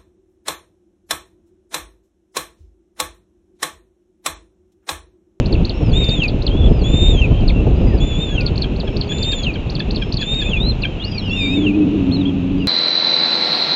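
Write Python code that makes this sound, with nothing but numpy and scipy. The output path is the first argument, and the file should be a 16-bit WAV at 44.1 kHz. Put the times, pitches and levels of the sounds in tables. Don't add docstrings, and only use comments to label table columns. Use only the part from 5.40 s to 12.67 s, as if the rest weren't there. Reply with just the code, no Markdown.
import sys
import numpy as np
from scipy import signal
from scipy.fft import rfft, irfft
from scipy.io import wavfile

SR = 44100
rng = np.random.default_rng(int(sys.argv[2]) if len(sys.argv) > 2 else 0)


def transcribe(signal):
    frames = np.atleast_2d(signal).T
    limited = np.clip(frames, -1, 1)
    pcm = np.round(limited * 32767).astype(np.int16)
    wavfile.write(sys.argv[1], SR, pcm)


N = 320689

# (pitch [Hz], level [dB])
VOICE_THROAT = [(2300, -14.5), (2480, -2.5), (2620, -2), (2680, -1.5), (2780, 4), (2900, -8), (3030, -11.5),
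                (3160, -5.5), (3340, -13.5), (3460, -5), (3540, -11), (3600, -4), (3670, 0), (3790, -9),
                (4000, -6.5), (4400, 0.5), (4600, -23), (4770, -13), (5000, -18), (5600, -20)]
# (time of the cluck [s], its pitch [Hz], its level before a boost [dB],
# time by which the squeak's downward flank leads [s], upward flank level [dB], downward flank level [dB])
CLUCKS = [(2.103, 1207, -40, .021, -36, -14), (3.244, 818, -33, 0.013, -21, -23),
          (3.482, 798, -29.5, 0.0093, -40, -46), (3.722, 830, -26, .011, -32, -44),
          (3.933, 843, -24.5, .013, -40, -21), (4.159, 802, -30, 0.02, -42, -27),
          (4.405, 853, -24.5, .007, -29, -21), (4.627, 802, -28.5, 0.007, -26, -40),
          (4.823, 852, -18.5, 0.0087, -19, -15), (5.025, 843, -22.5, .01, -25, -24),
          (5.454, 825, -24, 0.03, -44, -18)]
# (frequency [Hz], relative level [dB])
RUSH_COLOUR = [(50, -9.5), (100, 6.5), (180, 4), (290, -0.5), (400, -3.5), (520, -8.5), (700, -15),
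               (1000, -28), (1500, -38), (2500, -57)]


def undb(db):
    return 10 ** (np.asarray(db) / 20)


def unit(x):
    return x / np.sqrt(np.mean(x ** 2))


def shape_db(points, hz):
    f, db = np.transpose(points)
    return np.interp(np.log(np.maximum(hz, 1)), np.log(f), db)


def noise(points, size):
    hz = np.fft.rfftfreq(size, 1 / SR)
    spectrum = rfft(rng.standard_normal(size)) * undb(shape_db(points, hz))
    return unit(irfft(spectrum, size))


def wander(rate, size):
    hz = np.fft.rfftfreq(size, 1 / SR)
    spectrum = rfft(rng.standard_normal(size)) * np.exp(-.5 * (hz / rate) ** 2)
    return unit(irfft(spectrum, size))


def phase_of(hz):
    return 2 * np.pi * np.cumsum(hz) / SR


def fade(size, fade_s):
    t = np.arange(size) / SR
    nearest_end_s = np.minimum(t, t[-1] - t)
    return np.sin(np.pi / 2 * np.clip(nearest_end_s / fade_s, 0, 1)) ** 2


def note(rows, fade_s):
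    s, hz, db = np.transpose(rows)
    t = np.arange(s[0] - fade_s / 2, s[-1] + fade_s / 2, 1 / SR)
    nearest_end_s = np.minimum(t - t[0], t[-1] - t)
    gate = np.sin(np.pi / 2 * np.clip(nearest_end_s / fade_s, 0, 1)) ** 2
    return t[0], np.interp(t, s, hz), gate * undb(np.interp(t, s, db))


def add(out, start_s, x):
    i = max(int(start_s * SR), 0)
    x = x[:max(N - i, 0)]
    out[i:i + len(x)] += x


def syrinx(hz, jitter, shimmer_db):
    size = len(hz)
    phase = phase_of(hz * (1 + jitter * wander(110, size)))
    flutter = np.sqrt(2) * undb(shimmer_db * wander(84, size))
    return phase, flutter


def screams():
    # (start [s], first pitch point [s], its pitch [Hz], pitch midway [Hz],
    # latest second pitch point [s], its pitch [Hz], pitch shortly before the break [Hz], break [s],
    # high-pitch level [dB], level after the break [dB], octave level [dB]); levels are before the throat
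    scream_rows = [(0.525, 0.594, 3747, 3583, 0.74, 3676, 3420, .808, -21, -15.5, -23.5),
                   (1.434, 1.556, 3588, 3636, 1.71, 3678, 3196, 1.805, -21, -19.5, -17),
                   (2.598, 2.678, 3528, 3406, 2.825, 3650, 3305, 2.968, -23, -25.5, -17.5),
                   (3.687, 3.769, 3517, 3588, 3.915, 3686, 3310, 4.057, -22, -22, -13.5),
                   (4.787, 4.984, 3720, 3506, 5.075, 3577, 3480, 5.122, -21, -18, -20),
                   (5.904, 6.006, 3660, 3663, 6.14, 3760, 3390, 6.255, -24, -25, -25)]
    # (frequency [Hz], level [dB])
    octave_throat = [(4500, -29), (5900, -13), (6500, -1), (7000, 0.5), (7400, -2.5), (7700, -6)]
    rasp_colour = [(1500, -15.5), (2200, -4.5), (2600, 7), (3000, -6.5), (3700, -5),
                   (4600, -24), (5800, -40.5), (6600, -11.5), (7500, -23)]
    accent_start_db, accent_s = 5.5, 0.021
    out = np.zeros(N)
    for *contour, high_db, low_db, octave_db in scream_rows:
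        t, hz = scream_pitch(*contour)
        size = len(hz)
        hz = hz * (1 + 0.0022 * wander(23, size))
        slack = np.clip((3350 - hz) / 500, 0, 1)
        phase, flutter = syrinx(hz, jitter=.0014 + .005 * slack, shimmer_db=.6 + 1.2 * slack)

        accent_db = accent_start_db * np.exp(-(t - t[0]) / accent_s)
        stutter_db = 2.0 * slack * wander(35, size)
        level_db = high_db + slack * (low_db - high_db) + shape_db(VOICE_THROAT, hz)
        gain = fade(size, 0.0099) * undb(level_db + stutter_db + accent_db)
        effort = np.sqrt(gain * gain.mean())

        tone = gain * flutter * np.sin(phase)
        octave_level_db = octave_db + shape_db(octave_throat, 2 * hz) + 2.53 * wander(46, size)
        octave = (1 - slack) * undb(octave_level_db) * np.sin(2 * phase)
        rasp = undb(-12.0 - 2.6 * slack) * noise(rasp_colour, size)
        add(out, t[0], tone + effort * (flutter * octave + rasp))
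    return out


def scream_pitch(start, first, first_hz, midway_hz, second, second_hz, shoulder_hz, breaks):
    onset_hz, break_hz, low_register_hz, end_hz = 3320, 3130, 2786, 2314
    shoulder_s = 0.025
    flip_s, slide_s = .013, 0.052
    second = min(second, breaks - shoulder_s - .015)
    knots = [(start, onset_hz), (first, first_hz), ((first + second) / 2, midway_hz), (second, second_hz),
             (breaks - shoulder_s, shoulder_hz), (breaks, break_hz), (breaks + flip_s, low_register_hz),
             (breaks + flip_s + slide_s, end_hz)]
    s, hz = np.transpose(knots)
    t = np.arange(s[0], s[-1], 1 / SR)
    climb = np.minimum((t - start) / (first - start), 1)
    bow_hz = 70 * np.sin(np.pi * climb)
    return t, np.interp(t, s, hz) + bow_hz


def whistles():
    # (start [s], rise [s], fall [s], first pitch [Hz], crest pitch [Hz],
    # last pitch [Hz], level before the throat [dB])
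    whistle_rows = [(.338, 0.031, 0.16, 5380, 5470, 4180, -32.5), (1.1, 0.11, 0.016, 3180, 3460, 3360, -28),
                    (1.223, 0.036, 0.021, 3365, 3450, 3100, -21),
                    (1.285, 0.024, 0.13, 5200, 5120, 3870, -37),
                    (1.89, 0.081, 0.062, 3040, 3135, 3070, -32),
                    (2.355, 0.04, 0.061, 4690, 5040, 4860, -41),
                    (2.46, 0.094, 0.038, 4830, 5040, 4000, -36),
                    (3.441, 0.069, .175, 5200, 5370, 4340, -38), (4.55, 0.082, 0.13, 5060, 5280, 5030, -36),
                    (5.163, 0.13, 0.032, 3430, 4166, 3380, -22),
                    (5.595, 0.09, 0.1274, 3200, 4960, 3700, -25),
                    (5.649, 0.065, .19, 5140, 5570, 4360, -32),
                    (6.709, 0.019, 0.045, 3166, 4290, 3680, -22.5),
                    (6.765, 0.013, .055, 3947, 3950, 3080, -31.5),
                    (6.852, .022, 0.026, 3157, 3360, 3130, -22.5),
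                    (7.175, 0.063, .04, 4780, 4790, 4780, -43.5)]
    drop_power = 3.0
    swell_range_db, drop_fade_db = 3, 3
    out = np.zeros(N)
    for start, rise_s, fall_s, first_hz, top_hz, last_hz, db in whistle_rows:
        t = np.arange(0, rise_s + fall_s, 1 / SR)
        rising = np.sin(np.pi / 2 * np.minimum(t / rise_s, 1)) ** 2
        falling = np.maximum((t - rise_s) / fall_s, 0) ** drop_power
        hz = first_hz + (top_hz - first_hz) * rising + (last_hz - top_hz) * falling
        thin = np.clip((hz - 4000) / 1000, 0, 1)
        hz = hz * (1 + 0.0043 * thin * wander(22, len(t)))

        swell_db = swell_range_db * (t / t[-1] - .5) - drop_fade_db * falling
        waver_db = (1.5 + 1.2 * thin) * wander(30, len(t))
        gain = fade(len(t), 0.0041) * undb(db + shape_db(VOICE_THROAT, hz) + swell_db + waver_db)
        add(out, start, soft_voice(hz, gain))
    return out


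def soft_voice(hz, gain):
    hz = hz * (1 + .005 * wander(25, len(hz)))
    phase, flutter = syrinx(hz, jitter=0.0059, shimmer_db=3.0)
    octave_db = shape_db([(4600, -20.0), (5600, -24.0), (6300, -36.5)], 2 * hz)
    octave = undb(octave_db) * np.sin(2 * phase)
    effort = np.sqrt(gain / undb(-26.0))
    return gain * flutter * (np.sin(phase) + effort * octave)


def chips(loudest_hz=4400, lead_s=.0095, tail_s=0.02):
    # (pitch [Hz], level [dB])
    chip_throat = [(2300, -30.5), (2700, -14), (3300, -13.5), (3900, -10.5), (4400, 0.5), (4800, -18.5),
                   (5300, -25), (6300, -32), (7200, -61)]
    out = np.zeros(N)
    t = np.arange(-lead_s, tail_s, 1 / SR)
    gate = np.interp(t, [-lead_s, -.4 * lead_s, .7 * tail_s, tail_s], [0, 1, 1, 0]) ** 2
    for s, db, glide in flanks():
        hz = loudest_hz * 2 ** np.clip(glide * t, -1, 1)
        phase, flutter = syrinx(hz, jitter=0.016, shimmer_db=2.4)
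        rattle = 1 + .25 * wander(350, len(t))
        gain = undb(db + shape_db(chip_throat, hz)) * gate
        chip = gain * flutter * rattle * np.sin(phase)
        add(out, s + t[0], glance(chip, strength_db=-17))
    return out * undb(-4.5)


def flanks():
    # (time of the upward flank [s], time until the downward one [s], upward level [dB],
    # downward level [dB], downward glide [octaves per s]); chips() turns all levels down together
    chip_rows = [(.061, 0.067, -19, -15, -34), (.253, .043, -13, -12.5, -41), (.644, .05, -17, -15.5, -35),
                 (.837, 0.046, -17, -13.5, -29), (1.024, 0.044, -15.5, -10.5, -38),
                 (3.01, 0.056, -16, -13.5, -26), (3.18, .042, -17, -14, -32),
                 (3.364, 0.039, -25.5, -17, -33.5), (3.57, .043, -16, -15, -39),
                 (3.785, .046, -22, -12.5, -33), (3.987, .049, -28, -15, -27),
                 (4.301, 0.053, -13.5, -17, -31.5), (4.511, 0.051, -15, -13.5, -32),
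                 (4.726, 0.046, -12.5, -12.5, -31)]
    rise_glide, squeak_fall_glide = 61, -27.5
    squeak_s = .071
    for s, gap_s, up_db, down_db, fall_glide in chip_rows:
        yield s, up_db, rise_glide
        yield s + gap_s, down_db, fall_glide
    for s, _, _, lead_s, up_db, down_db in CLUCKS:
        yield s - lead_s - squeak_s, up_db, rise_glide
        yield s - lead_s, down_db, squeak_fall_glide


def clucks(glide=-8, attack_s=0.0046, release_s=0.0047):
    # (frequency [Hz], level [dB])
    cluck_throat = [(850, -31.5), (1300, -17.5), (1700, -8), (2500, -6), (3300, 1.5), (4200, -24.5),
                    (5000, -32.5), (7000, -41.5)]
    out = np.zeros(N)
    t = np.arange(-SR // 50, SR // 50) / SR
    swell = np.exp(-.5 * (t / np.where(t < 0, attack_s, release_s)) ** 2)
    for s, pitch, db, *_ in CLUCKS:
        hz = pitch * 2 ** (glide * t)
        phase, flutter = syrinx(hz, jitter=0.018, shimmer_db=3.5)
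        voice = np.zeros(len(t))
        for k in range(1, 9):
            harmonic_db = shape_db(cluck_throat, k * hz) + 2 * wander(270, len(t))
            voice += undb(harmonic_db) * np.sin(k * phase)
        cluck = undb(db + 2.5) * swell * flutter * voice
        add(out, s + t[0], glance(cluck, strength_db=-18.5))
    return out


def glance(x, strength_db):
    paths = rng.uniform(size=(5, 2))
    lag = (.004 + .02 * paths[:, 0]) * SR
    echoes = np.zeros(SR // 30)
    echoes[lag.astype(int)] = undb(strength_db) * (1 - paths[:, 0] / 2) * np.sign(paths[:, 1] - .5)
    echoes[0] = 1
    return signal.fftconvolve(x, echoes)


def whimper():
    # (time [s], pitch [Hz], level [dB])
    whimper_path = [(5.82, 2850, -34), (5.85, 3000, -33), (5.906, 2670, -27), (5.945, 2814, -29),
                    (6.006, 2466, -24.5), (6.069, 2315, -27.5), (6.157, 2650, -31.5), (6.173, 2250, -37),
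                    (6.193, 2290, -35)]
    out = np.zeros(N)
    start, hz, gain = note(whimper_path, fade_s=0.013)
    waver = undb(1.8 * wander(30, len(hz)))
    add(out, start, soft_voice(hz, gain * waver))
    return out


def slurs():
    # (start [s], length [s], first pitch [Hz], last pitch [Hz], level [dB])
    slur_rows = [(0.15, 0.013, 2840, 2350, -31.5), (2.1, 0.0089, 2580, 2100, -27.5),
                 (2.15, 0.057, 2760, 2680, -38), (2.466, 0.097, 2110, 1670, -46.5),
                 (2.888, 0.063, 1580, 1730, -46), (2.949, .15, 1530, 1380, -48),
                 (4.172, 0.045, 2920, 2750, -46.5), (5.057, 0.034, 2450, 2620, -28),
                 (5.432, 0.014, 2930, 2300, -21.5), (5.452, 0.13, 3340, 2870, -45),
                 (5.609, 0.088, 2870, 2826, -36.5), (5.719, .022, 3410, 3070, -37.5),
                 (5.744, 0.047, 2620, 2250, -34), (5.811, 0.086, 3280, 3090, -38.5),
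                 (6.333, .032, 2495, 2520, -33.5), (6.403, 0.041, 2560, 2563, -38),
                 (7.2, 0.045, 2950, 2670, -35)]
    out = np.zeros(N)
    for s, length, first_hz, last_hz, db in slur_rows:
        start, hz, gain = note([(s, first_hz, db), (s + length, last_hz, db)], fade_s=0.0088)
        phase, flutter = syrinx(hz, jitter=0.0031, shimmer_db=3.0)
        add(out, start, gain * flutter * np.sin(phase))
    return out


def tower(x, t60_s=0.1, echo_db=-19):
    t = np.arange(SR // 3) / SR
    tail = noise([(1000, -4.5), (2700, 7.5), (3600, 6.5), (5000, -6.5), (8000, -15.0), (12000, -33.5)], len(t))
    tail = tail * undb(-60 * t / t60_s) * (t > .002)
    tail = tail / np.abs(rfft(tail))[:len(t) // 6].mean()
    return x + undb(echo_db) * signal.fftconvolve(x, tail)[:N]


def bumps():
    # (time [s], level [dB], decay [s])
    bump_rows = [(2.267, -5, 0.0086), (3.431, -12.5, 0.011)]
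    # (frequency [Hz], relative level [dB])
    bump_colour = [(100, -3.5), (280, 5), (500, 0), (750, -14.5), (1200, -27), (2500, -59)]
    out = np.zeros(N)
    t = np.arange(SR // 10) / SR
    for s, db, decay in bump_rows:
        envelope = np.minimum(t / 0.0016, 1) * np.exp(-t / decay)
        add(out, s, undb(db) * envelope * noise(bump_colour, len(t)))
    return out


def wind():
    # (time [s], level [dB])
    gusts = [(0, -16.5), (.22, -11), (.31, -26), (.43, -12), (.75, -17), (1.07, -16.5), (1.27, -7.5),
             (1.36, -16), (1.66, -10.5), (1.82, -14), (2.47, -8), (2.599, -16.5), (3.48, -20.5),
             (3.81, -22.5), (4.58, -20.5), (4.68, -25.5), (5.3, -17), (5.56, -26.5), (6.14, -26.5),
             (7.27, -28)]
    # (frequency [Hz], relative level [dB])
    buffet_colour = [(12, -18), (28, 12.5), (50, 11), (80, 5.5), (130, -1.5), (200, -19.5), (400, -67.5)]
    gust_db = np.interp(np.arange(N) / SR, *np.transpose(gusts))
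    eddies = wander(26, N)
    buffet = undb(-0.5 + gust_db + 1.8 * eddies) * noise(buffet_colour, N)
    rush = undb(-11 + 0.6 * gust_db + 2.55 * eddies) * noise(RUSH_COLOUR, N)
    return buffet + rush


def air():
    # (frequency [Hz], relative level [dB])
    air_colour = [(400, 0), (800, 0), (1300, -7.5), (1700, -11.5), (2100, -11.5), (2400, -4), (2680, 2),
                  (3050, -6), (3900, -11.5), (4700, -25), (5600, -27), (6500, -26), (7400, -31.5),
                  (9000, -36)]
    sway_db = .4 * wander(2, N)
    return undb(-36 + sway_db) * noise(air_colour, N)


def traffic(full_db=-17):
    # (time [s], pitch of its third harmonic before the waver [Hz], level [dB])
    engine_path = [(5.65, 293, -50), (5.93, 295.3, -35.5), (6.08, 267.3, -23), (6.27, 305.6, -15.5),
                   (6.32, 283.4, -20), (6.39, 324.2, -14.5), (6.46, 263.7, -16), (6.55, 314.4, -17.5),
                   (6.66, 255.6, -18), (6.76, 280.9, -19), (7.05, 267, -21.5), (7.27, 286.3, -20.5)]
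    # (multiple of the firing rate, level at full swell [dB],
    # share of the swell that it follows, phase blur [rad])
    engine_orders = [(1, -10, 0.041, 0.53), (2, -5.5, 0.31, 1), (3, 0.5, 1, 0.75), (4, -13, 1, 1.7)]
    # (time [s], pitch of its third harmonic [Hz], level [dB])
    far_motor_path = [(2.95, 355, -49), (3.25, 376, -31.5), (3.5, 397, -33), (3.7, 410, -37),
                      (3.9, 395, -43)]
    waver_share, waver_hz = .02, 6.3
    out = np.zeros(N)

    start, hz, gain = note(engine_path, fade_s=0.055)
    size = len(hz)
    waver = np.sin(phase_of(waver_hz * (1 + 0.187 * wander(3, size))))
    hz = hz * (1 + waver_share * waver)
    firing = phase_of(hz / 3)
    for order, db, share, blur in engine_orders:
        phase = round(order) * firing + blur * wander(25, size)
        swell = (gain / undb(full_db)) ** abs(share)
        strength = undb(full_db + db + 2.17 * wander(22, size))
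        add(out, start, np.sqrt(2) * swell * strength * np.sin(phase))
    roar = undb(-9.5) * gain * noise(RUSH_COLOUR, size)
    add(out, start, roar)

    start, hz, gain = note(far_motor_path, fade_s=.1)
    phase = phase_of(hz)
    motor = np.sin(phase) + undb(-3) * np.sin(phase * (2 / 3))
    add(out, start, np.sqrt(2) * gain * undb(2.3 * wander(1.9, len(hz))) * motor)
    return out


def scene():
    birds = tower(screams() + whistles() + whimper() + slurs() + chips() + clucks())
    return (birds + bumps() + wind() + air() + traffic())[None]


def record(dry):
    rounded = dry / (1 + (dry / .97) ** 6) ** (1 / 6)
    narrow_band = signal.ellip(10, .2, 70, 7550, fs=SR, output="sos")
    narrow = signal.sosfilt(narrow_band, rounded)
    hiss = undb(-80) * rng.standard_normal(N)
    top_band = signal.ellip(8, .2, 70, 14000, fs=SR, output="sos")
    return signal.sosfilt(top_band, narrow + hiss)


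dry = scene()
out = record(dry)
transcribe(out)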